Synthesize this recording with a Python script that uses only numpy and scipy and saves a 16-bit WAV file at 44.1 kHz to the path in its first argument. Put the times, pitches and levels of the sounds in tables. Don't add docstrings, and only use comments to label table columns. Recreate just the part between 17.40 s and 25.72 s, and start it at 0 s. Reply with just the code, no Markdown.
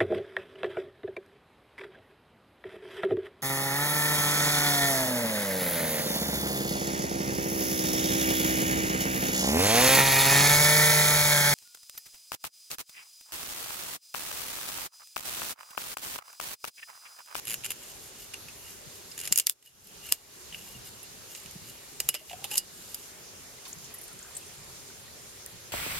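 import sys
import numpy as np
from scipy import signal
from scipy.fft import rfft, irfft
from scipy.io import wavfile
from scipy.ndimage import uniform_filter1d

SR = 44100
rng = np.random.default_rng(int(sys.argv[2]) if len(sys.argv) > 2 else 0)


def dump(signal):
    limited = np.clip(np.atleast_2d(signal).T, -1, 1)
    pcm = np.round(limited * 32767).astype(np.int16)
    wavfile.write(sys.argv[1], SR, pcm)


N = 366912
T = np.arange(N) / SR
HIT_T = np.arange(SR // 5) / SR

# f/Hz, relative density/dB
STREAM_SPECTRUM = [(15, -45), (25, -8), (123, -3.5), (307, -9.5), (392, -3.5), (486, -8.5), (542, -8.5),
                   (672, -11), (1470, -13.5), (2730, -13), (3580, -13), (7420, -11), (9210, -15.5),
                   (12100, -14.5), (15800, -28)]
# f/Hz, side minus mid/dB
STREAM_WIDTH = [(60, -5), (110, -5), (200, -7), (380, -2.5), (700, -2), (1290, -2), (2380, -1.5),
                (4400, -1.5), (8120, 2), (15000, 2)]
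# f/Hz, left minus right/dB
STREAM_PAN = [(60, 1), (110, 1), (200, -1), (380, -1), (700, 0), (1290, -1.5), (2380, -0.5), (4400, -0.5),
              (8120, -0.5), (15000, 0)]
# t/s, f/Hz, level over 10 ms/dB, decay/s
HAND_BUMPS = [(.07, 148, -44.5, 0.09), (1.04, 153, -51, .028), (1.461, 119, -46, 0.0093),
              (1.908, 167, -41, .0088), (1.981, 430, -44.5, .01), (3.348, 109, -44, 0.032),
              (4.05, 150, -47.5, .012), (4.151, 171, -41.5, 0.0074), (4.215, 101, -47.5, 0.016),
              (4.94, 99.7, -48, 0.075), (6.349, 129, -47, .079), (6.73, 128, -50, 0.024),
              (7.18, 140, -49, .02), (7.32, 119, -49, 0.023), (8.12, 120, -47, .04)]
# t/s, gain/dB
JET_STRENGTH = [(6.2, -40), (6.27, 0), (6.8, 4.5), (7.2, -3.5), (8.3, -14)]
# t/s, f/Hz, resonance width/Hz, level over 10 ms/dB, decay/s
MUG_DROPS = [(6.252, 4120, 4000, -41.5, 0.023), (6.279, 10900, 5000, -42, .025),
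             (6.329, 7200, 900, -38.5, .003), (6.443, 6450, 1800, -43.5, .024),
             (6.54, 11500, 1600, -39, 0.013), (6.584, 10800, 403, -43, .0077),
             (6.613, 11100, 1400, -43, 0.011), (6.638, 11500, 1600, -44, .019),
             (6.827, 7050, 700, -45, 0.0035), (6.95, 8350, 700, -40.5, 0.0091),
             (6.967, 8100, 900, -34, .007), (6.97, 11200, 2500, -41, 0.014),
             (8.062, 11000, 5000, -40, .0012)]
# t/s, starting f/Hz
LARGE_BUBBLES = [(6.185, 2030), (6.266, 1020), (6.545, 1870), (6.715, 1310), (6.848, 1510), (7.026, 2600),
                 (7.5, 1470), (7.68, 1850), (8.064, 1820)]
# t/s, level over 10 ms/dB
NECK_PUFFS = [(4.744, -41.5), (4.808, -49.5), (4.91, -42.5), (4.932, -38.5), (4.986, -52), (5.022, -49.5),
              (5.043, -46), (5.114, -45.5), (5.129, -47)]
# f/Hz, width/Hz, gain/dB
CAP_MODES = [(2140, 290, -11), (2705, 270, 7.5), (2915, 64, 10.5), (3640, 1100, -9.5), (5050, 39, 3),
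             (6000, 410, -15), (7080, 280, -2), (8070, 220, 3), (9360, 267, -4.5), (10470, 180, -5.5),
             (11130, 470, 5.5), (11500, 260, 2), (11600, 770, -14), (13200, 340, 6)]
# t/s, grip/0-1
HAND_GRIP = [(2.1, 1), (2.7, 0.7), (4.7, 0.15)]
# t/s, f/Hz, envelope gain/dB, decay/s
LOOSE_RINGS = [(2.268, 2900, -30.5, 0.011), (3.262, 2790, -51, .015), (3.347, 2820, -42, 0.012),
               (3.632, 2760, -48, .012), (4.69, 2904, -25.5, 0.0098), (4.691, 5050, -31, 0.011),
               (4.75, 2915, -42, .023), (5.181, 4920, -34, 0.021), (5.181, 2890, -36, .022)]
# middle t/s, rough length/s, rasp level/dB, ring re rasp/dB
RASP_SWELLS = [(.48, .12, -52.5, -6), (0.644, 0.092, -52.5, -15), (.82, 0.08, -49, -5),
               (1.266, 0.072, -53, -1.5), (1.325, .07, -54, -12), (1.56, 0.048, -54, -8),
               (1.992, 0.12, -38, -2.5), (2.271, 0.041, -36, -4), (2.465, 0.058, -48.5, -14),
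               (2.694, 0.12, -46.5, -1), (3.18, .08, -53, -2), (3.283, 0.11, -51.5, -5),
               (3.473, 0.044, -48.5, -8), (3.962, 0.14, -49.5, -6.5), (4.29, 0.077, -47.5, -5.5),
               (4.761, 0.079, -47, 5), (5.137, 0.047, -36.5, -4), (5.177, 0.032, -37, -5),
               (5.49, 0.31, -52, -9)]
# (ring and sizzle are relative to the click band, 4.5-9 kHz)
RATCHET_RUNS = [(0.071, 0.1417, 115, -33.5, -3.5, 1.5), (0.2446, 0.262, 110, -36, -3, -0.5),
                (.305, .317, 42, -36, -2.5, 2), (1.778, 1.813, 85, -39.5, -7.5, -1),
                (1.836, 1.8625, 100, -36.5, -6.5, -1.5), (4.897, 4.931, 52, -42, 5.5, -5),
                (5.125, 5.156, 68, -37.5, -6, -2)]
# t/s, level over 10 ms/dB, nominal decay/s, ring/dB, sizzle/dB,
# f favoured by the point of contact/Hz, left minus right/dB
CAP_CRACKS = [(0.0533, -41, 0.0028, -7, 5, 11500, -3), (0.237, -40, 0.0045, 10, -5, 2760, -3),
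              (0.937, -40.5, .0037, 2, -3, 2570, -1.5), (0.9416, -36.5, 0.0016, 3, -8, 2670, -2),
              (1.0845, -43.5, 0.0096, 5, -4, 2520, -1), (1.715, -42.5, 0.0067, -11, -15, 5040, -7),
              (1.8746, -31, 0.0056, -5.5, -2, 11130, -.5), (1.9244, -16.5, 0.0031, -12, -4.5, 7200, 1.5),
              (1.959, -20, 0.0024, -14, -3, 6650, -1), (1.976, -13, 0.0031, -12.5, 4.5, 11000, -5),
              (1.9862, -13, 0.0038, -13, 0, 10460, 6), (1.998, -12.5, 0.0032, -9, -2.5, 3080, -1),
              (2.069, -7.5, 0.0015, -15.5, -0.5, 3460, 0), (2.0744, -20.5, 0.0011, 1, 2, 2000, -3),
              (2.0966, -7, 0.00064, -10, 3, 3500, -2.5), (2.2261, -38.5, .0043, -4, 0, 8650, -2),
              (2.723, -17, 0.0016, -9, -1, 650, -1), (3.125, -42.5, 0.0085, 14, -3, 3060, -2),
              (3.1454, -37.7, 0.003, 25, 3, 2820, 0), (3.63, -43, .0055, 1, 22, 11260, -6),
              (3.9495, -40, 0.0059, -6.5, -14, 2100, -4), (4.06, -44, .0016, -1, -3, 2300, .5),
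              (4.1105, -45.5, .0029, -15, -3, 6980, 0), (4.602, -24.5, 0.0032, -5.5, -2.5, 2140, -2),
              (4.6892, -19, 0.0025, -7.5, 1, 7260, -2.5), (4.6934, -29, 0.0044, -7, 8, 10700, -3),
              (4.742, -26.5, 0.0039, -2, 0, 11370, -2), (4.7489, -26.5, 0.0076, -0.5, -4, 5000, -1),
              (5.0419, -30.5, 0.0069, 1.5, 1, 3530, -1), (5.1127, -33, 0.0088, 1, 0, 2600, 0),
              (5.1726, -25, 0.0074, -19, 4, 11800, 8), (5.1788, -19, 0.0047, -18.5, -2.5, 10660, -2.5),
              (5.545, -32, 0.0037, -13.5, 2.5, 11800, -1)]
# low f/Hz, high f/Hz, side gain/dB
CRACK_STEREO_BANDS = [(280, 1500, -1), (1500, 4000, -3), (4500, 9000, 4), (9000, 16500, 2)]
# level/dB, low-pass f/Hz
CRACK_BRIGHTNESS = [(-37, 10400), (-22, 17300)]
# low f/Hz, high f/Hz
RECORDER_NOTCH = [7750, 8020]


def undb(db):
    return 10 ** (np.asarray(db) / 20)


def unit(x):
    return x / np.sqrt(np.mean(x ** 2))


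def unit_hit(x):
    return x / np.sqrt(np.sum(x ** 2) / 2 / (SR / 100))


def add(out, s, x):
    i = max(int(s * SR), 0)
    out[:, i:i + x.shape[-1]] += x[..., :N - i]


def lookup(table, x):
    return np.interp(x, *np.transpose(table))


def at_hz(table, hz):
    f, db = np.transpose(table)
    return np.interp(np.log(hz), np.log(f), db)


def butter(x, hz, kind="band", order=3):
    return signal.sosfilt(signal.butter(order, hz, kind, fs=SR, output="sos"), x)


def resonate(x, hz, *widths_hz):
    for width in widths_hz:
        x = signal.lfilter(*signal.iirpeak(hz, hz / width, fs=SR), x)
    return x


def mic_noise(size, apart_db):
    return unit(rng.standard_normal(size) + undb(apart_db) * rng.standard_normal((2, size)))


def panned(x, pan_db):
    return x * undb(np.array([[.5], [-.5]]) * pan_db)


def wander(rate_hz):
    hold = int(SR / rate_hz)
    steps = np.repeat(rng.standard_normal(N // hold + 1), hold)
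    return unit(uniform_filter1d(uniform_filter1d(steps, hold), hold)[:N])


def pings(rows, glide, rise_s):
    out = np.zeros((2, N))
    for s, hz, db, decay in rows:
        envelope = (1 - np.exp(-HIT_T / rise_s)) * np.exp(-HIT_T / decay)
        add(out, s, undb(db) * envelope * np.sin(2 * np.pi * hz * HIT_T * (1 + glide * HIT_T)))
    return out


def stream(level_db=-47, flicker_db=1.28, rumble_flicker_db=2.2, surge_db=1.3, low_cut_hz=30):
    hz = np.maximum(np.arange(N // 2 + 1) * SR / N, 1)
    colour = undb(at_hz(STREAM_SPECTRUM, hz)) / np.sqrt(1 + (low_cut_hz / hz) ** 4)
    mid, side = rfft(rng.standard_normal((2, N))) * colour
    side = side * undb(at_hz(STREAM_WIDTH, hz))
    spectrum = panned(np.array([mid + side, mid - side]), at_hz(STREAM_PAN, hz))
    half_octave = np.round(2 * np.log2(np.clip(hz, 45, 16000)))
    water, surge = 0, surge_db * wander(12)
    for k in np.unique(half_octave):
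        is_rumble = 2 ** (k / 2) < 200
        db = surge + rumble_flicker_db * wander(10) if is_rumble else flicker_db * wander(24)
        water = water + irfft(spectrum * (half_octave == k), N) * undb(db)
    return undb(level_db) * unit(water)


def hand_bumps(relative_width=0.64, rise_s=0.0017):
    out = np.zeros((2, N))
    for s, hz, db, decay in HAND_BUMPS:
        envelope = (1 - np.exp(-HIT_T / rise_s)) * np.exp(-HIT_T / decay)
        push = mic_noise(len(HIT_T), apart_db=-5) * envelope
        width = relative_width * hz
        add(out, s, undb(db) * unit_hit(resonate(push, hz, width, 2 * width)))
    return out


def spray(base_db=-51, scatter_db=2, low_hz=7000, high_hz=12000, width_hz=900, decay_s=.004, count=22):
    start, end = JET_STRENGTH[0][0], JET_STRENGTH[-1][0]
    when, pitch, size = rng.random((count, 3)).T
    times = start + (end - start) * when
    pitches = low_hz + (high_hz - low_hz) * pitch
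    levels = base_db + lookup(JET_STRENGTH, times) + scatter_db * (2 * size - 1)
    return [(s, hz, width_hz, db, decay_s) for s, hz, db in zip(times, pitches, levels)]


def pour(base_db=-59, bubble_hz=2300, spread_octaves=1.4, scatter_db=2.5, decay_cycles=7, count=110):
    start, end = JET_STRENGTH[0][0], JET_STRENGTH[-1][0]
    when, pitch, faintness = rng.random((count, 3)).T
    times = start + (end - start) * when * .99
    pitches = bubble_hz * 2 ** (spread_octaves * (2 * pitch - 1))
    levels = base_db - scatter_db * np.log(faintness + .02)
    bubbles = zip(times, pitches, levels, decay_cycles / pitches)
    out = pings(bubbles, glide=7.8, rise_s=0.00022) * undb(lookup(JET_STRENGTH, T))
    for s, hz, width, db, decay in MUG_DROPS + spray():
        splash = mic_noise(len(HIT_T), apart_db=6) * np.exp(-HIT_T / decay)
        add(out, s, undb(db) * unit_hit(resonate(splash, hz, width, 3 * width)))
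    return out


def plops(gain_db=-47, decay_s=0.0067):
    return pings([(s, hz, gain_db, decay_s) for s, hz in LARGE_BUBBLES], glide=2.4, rise_s=0.00061)


def neck_pops(start_hz=603, rise_hz_per_s=630, width_hz=32, puff_s=0.0064):
    out, opens = np.zeros((2, N)), NECK_PUFFS[0][0]
    for s, db in NECK_PUFFS:
        hz = start_hz + rise_hz_per_s * (s - opens)
        puff = mic_noise(len(HIT_T), apart_db=-9) * np.exp(-HIT_T / puff_s)
        add(out, s, undb(db) * unit_hit(resonate(puff, hz, width_hz, hz / 2)))
    return out


def cap_body(force, grip, direct_db, flatten_hz=140, widen=1.7):
    out = undb(direct_db) * force
    for hz, width, db in CAP_MODES:
        drop_hz = grip * flatten_hz * (CAP_MODES[1][0] / hz) ** 2
        out = out + undb(db) * resonate(force, hz - drop_hz, width * (1 + widen * grip))
    return out


def loose_cap():
    return pings(LOOSE_RINGS, glide=0, rise_s=0.0016)


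def rasp_gains(rub_db=-64, rub_ring_db=-3, drag_db=-12, release_s=5.65):
    drags = [((first + last) / 2, last - first + 1 / rate, db + drag_db, 0)
             for first, last, rate, db, *_ in RATCHET_RUNS]
    rasp = undb(rub_db) * np.clip(2 * (release_s - T), 0, 1)
    ring = undb(rub_ring_db) * rasp
    for middle, length, db, ring_db in RASP_SWELLS + drags:
        swell = undb(db) * np.exp(-(1.92 * (T - middle) / length) ** 2)
        rasp += swell
        ring += undb(ring_db) * swell
    return rasp, ring


def cap_rasp(catches_per_s=1100, scatter_db=2, grain_s=0.0022, sing_hz=2820, sing_width_hz=90):
    rasp_gain, ring_gain = rasp_gains()
    caught = rng.random(N) < catches_per_s / SR
    catches = caught * undb(scatter_db * np.minimum(rng.exponential(size=N), 4))
    grains = signal.lfilter([1], [1, -np.exp(-1 / (grain_s * SR))], catches)
    force = mic_noise(N, apart_db=-7) * grains
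    metal = cap_body(force, grip=0.96, direct_db=-14)
    rasp = unit(butter(metal, [10300, 14500])) + undb(0.5) * unit(butter(metal, [3640, 8100]))
    ring = unit(butter(metal, [1280, 4100])) + undb(6) * unit(resonate(force, sing_hz, sing_width_hz))
    return rasp_gain * unit(rasp) + ring_gain * unit(ring)


def ratchet_slips(growth_db=3.5, scatter_db=3.4, nominal_decay_s=0.0032, favour_hz=6950, pan_db=-1.5):
    rows = []
    for first, last, rate, db, ring_db, sizzle_db in RATCHET_RUNS:
        count = 1 + round((last - first) * rate)
        levels = db + growth_db * np.linspace(-.5, .5, count) - scatter_db * rng.standard_normal(count)
        for s, level in zip(np.linspace(first, last, count), levels):
            rows.append((s, level, nominal_decay_s, ring_db, sizzle_db, favour_hz, pan_db))
    return rows


def crack_force(decay, lead_s, strain_s=0.0033, snap_s=0.00019, tail_s=0.024, grain_db=2, grain_samples=12):
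    t = HIT_T[:SR // 12] - lead_s
    away = np.abs(t)
    strain = undb(-14) * np.exp(-away / strain_s)
    snap = undb(6) * np.exp(-away / snap_s)
    crunch = np.exp(-away / (0.91 * decay))
    tail = undb(-22) * np.exp(-(away / tail_s) ** 2)
    grain_levels = grain_db * rng.standard_normal(len(t) // grain_samples + 1)
    grains = undb(np.repeat(grain_levels, grain_samples)[:len(t)])
    return mic_noise(len(t), apart_db=-1.5) * grains * np.where(t < 0, strain, snap + crunch + tail)


def cap_cracks(lead_s=.005, hollow_hz=440, base_knock_db=-12, loose_knock_db=3.5):
    out = np.zeros((2, N))
    for s, db, decay, ring_db, sizzle_db, favour_hz, pan_db in CAP_CRACKS + ratchet_slips():
        force = crack_force(decay, lead_s)
        grip = lookup(HAND_GRIP, s)
        metal = butter(cap_body(force, grip, direct_db=-7), lookup(CRACK_BRIGHTNESS, db), "low")
        contact = undb(6) * resonate(metal, favour_hz, 400)
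        hollow = undb(-3) * resonate(force, hollow_hz, 260)
        knock_db = base_knock_db + min(ring_db, 0) + loose_knock_db * (1 - grip)
        crack = 0
        for (lo, hi, side_db), band_db in zip(CRACK_STEREO_BANDS, [knock_db, ring_db, 0, sizzle_db]):
            part = butter(metal + contact + hollow, [lo, hi])
            mid = part.mean(axis=0)
            crack = crack + undb(band_db) * unit_hit(mid + undb(side_db) * (part - mid))
        add(out, s - lead_s, undb(db) * unit_hit(panned(crack, pan_db)))
    return out


def scene():
    screw_cap = cap_cracks() + cap_rasp() + loose_cap()
    return screw_cap + neck_pops() + hand_bumps() + pour() + plops() + stream()


def gain_control(x, threshold_db=-19, release_db_per_s=52, attack_s=0.049, window_s=0.00051):
    power = uniform_filter1d(np.mean(x ** 2, axis=0), int(window_s * SR))
    excess_db = np.maximum(10 * np.log10(np.abs(power) + 1e-12) - threshold_db, 0)
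    climb_db = release_db_per_s * T
    cut_db = np.maximum.accumulate(excess_db + climb_db) - climb_db
    pole = np.exp(-1 / (attack_s * SR))
    return x * undb(-signal.lfilter([1 - pole], [1, -pole], cut_db))


def record(dry):
    notched = butter(dry, RECORDER_NOTCH, "bandstop", order=2)
    ducked = np.clip(gain_control(notched), -1, 1)
    return signal.sosfilt(signal.ellip(8, .2, 70, 15900, fs=SR, output="sos"), ducked)


dry = scene()
out = record(dry)
dump(out)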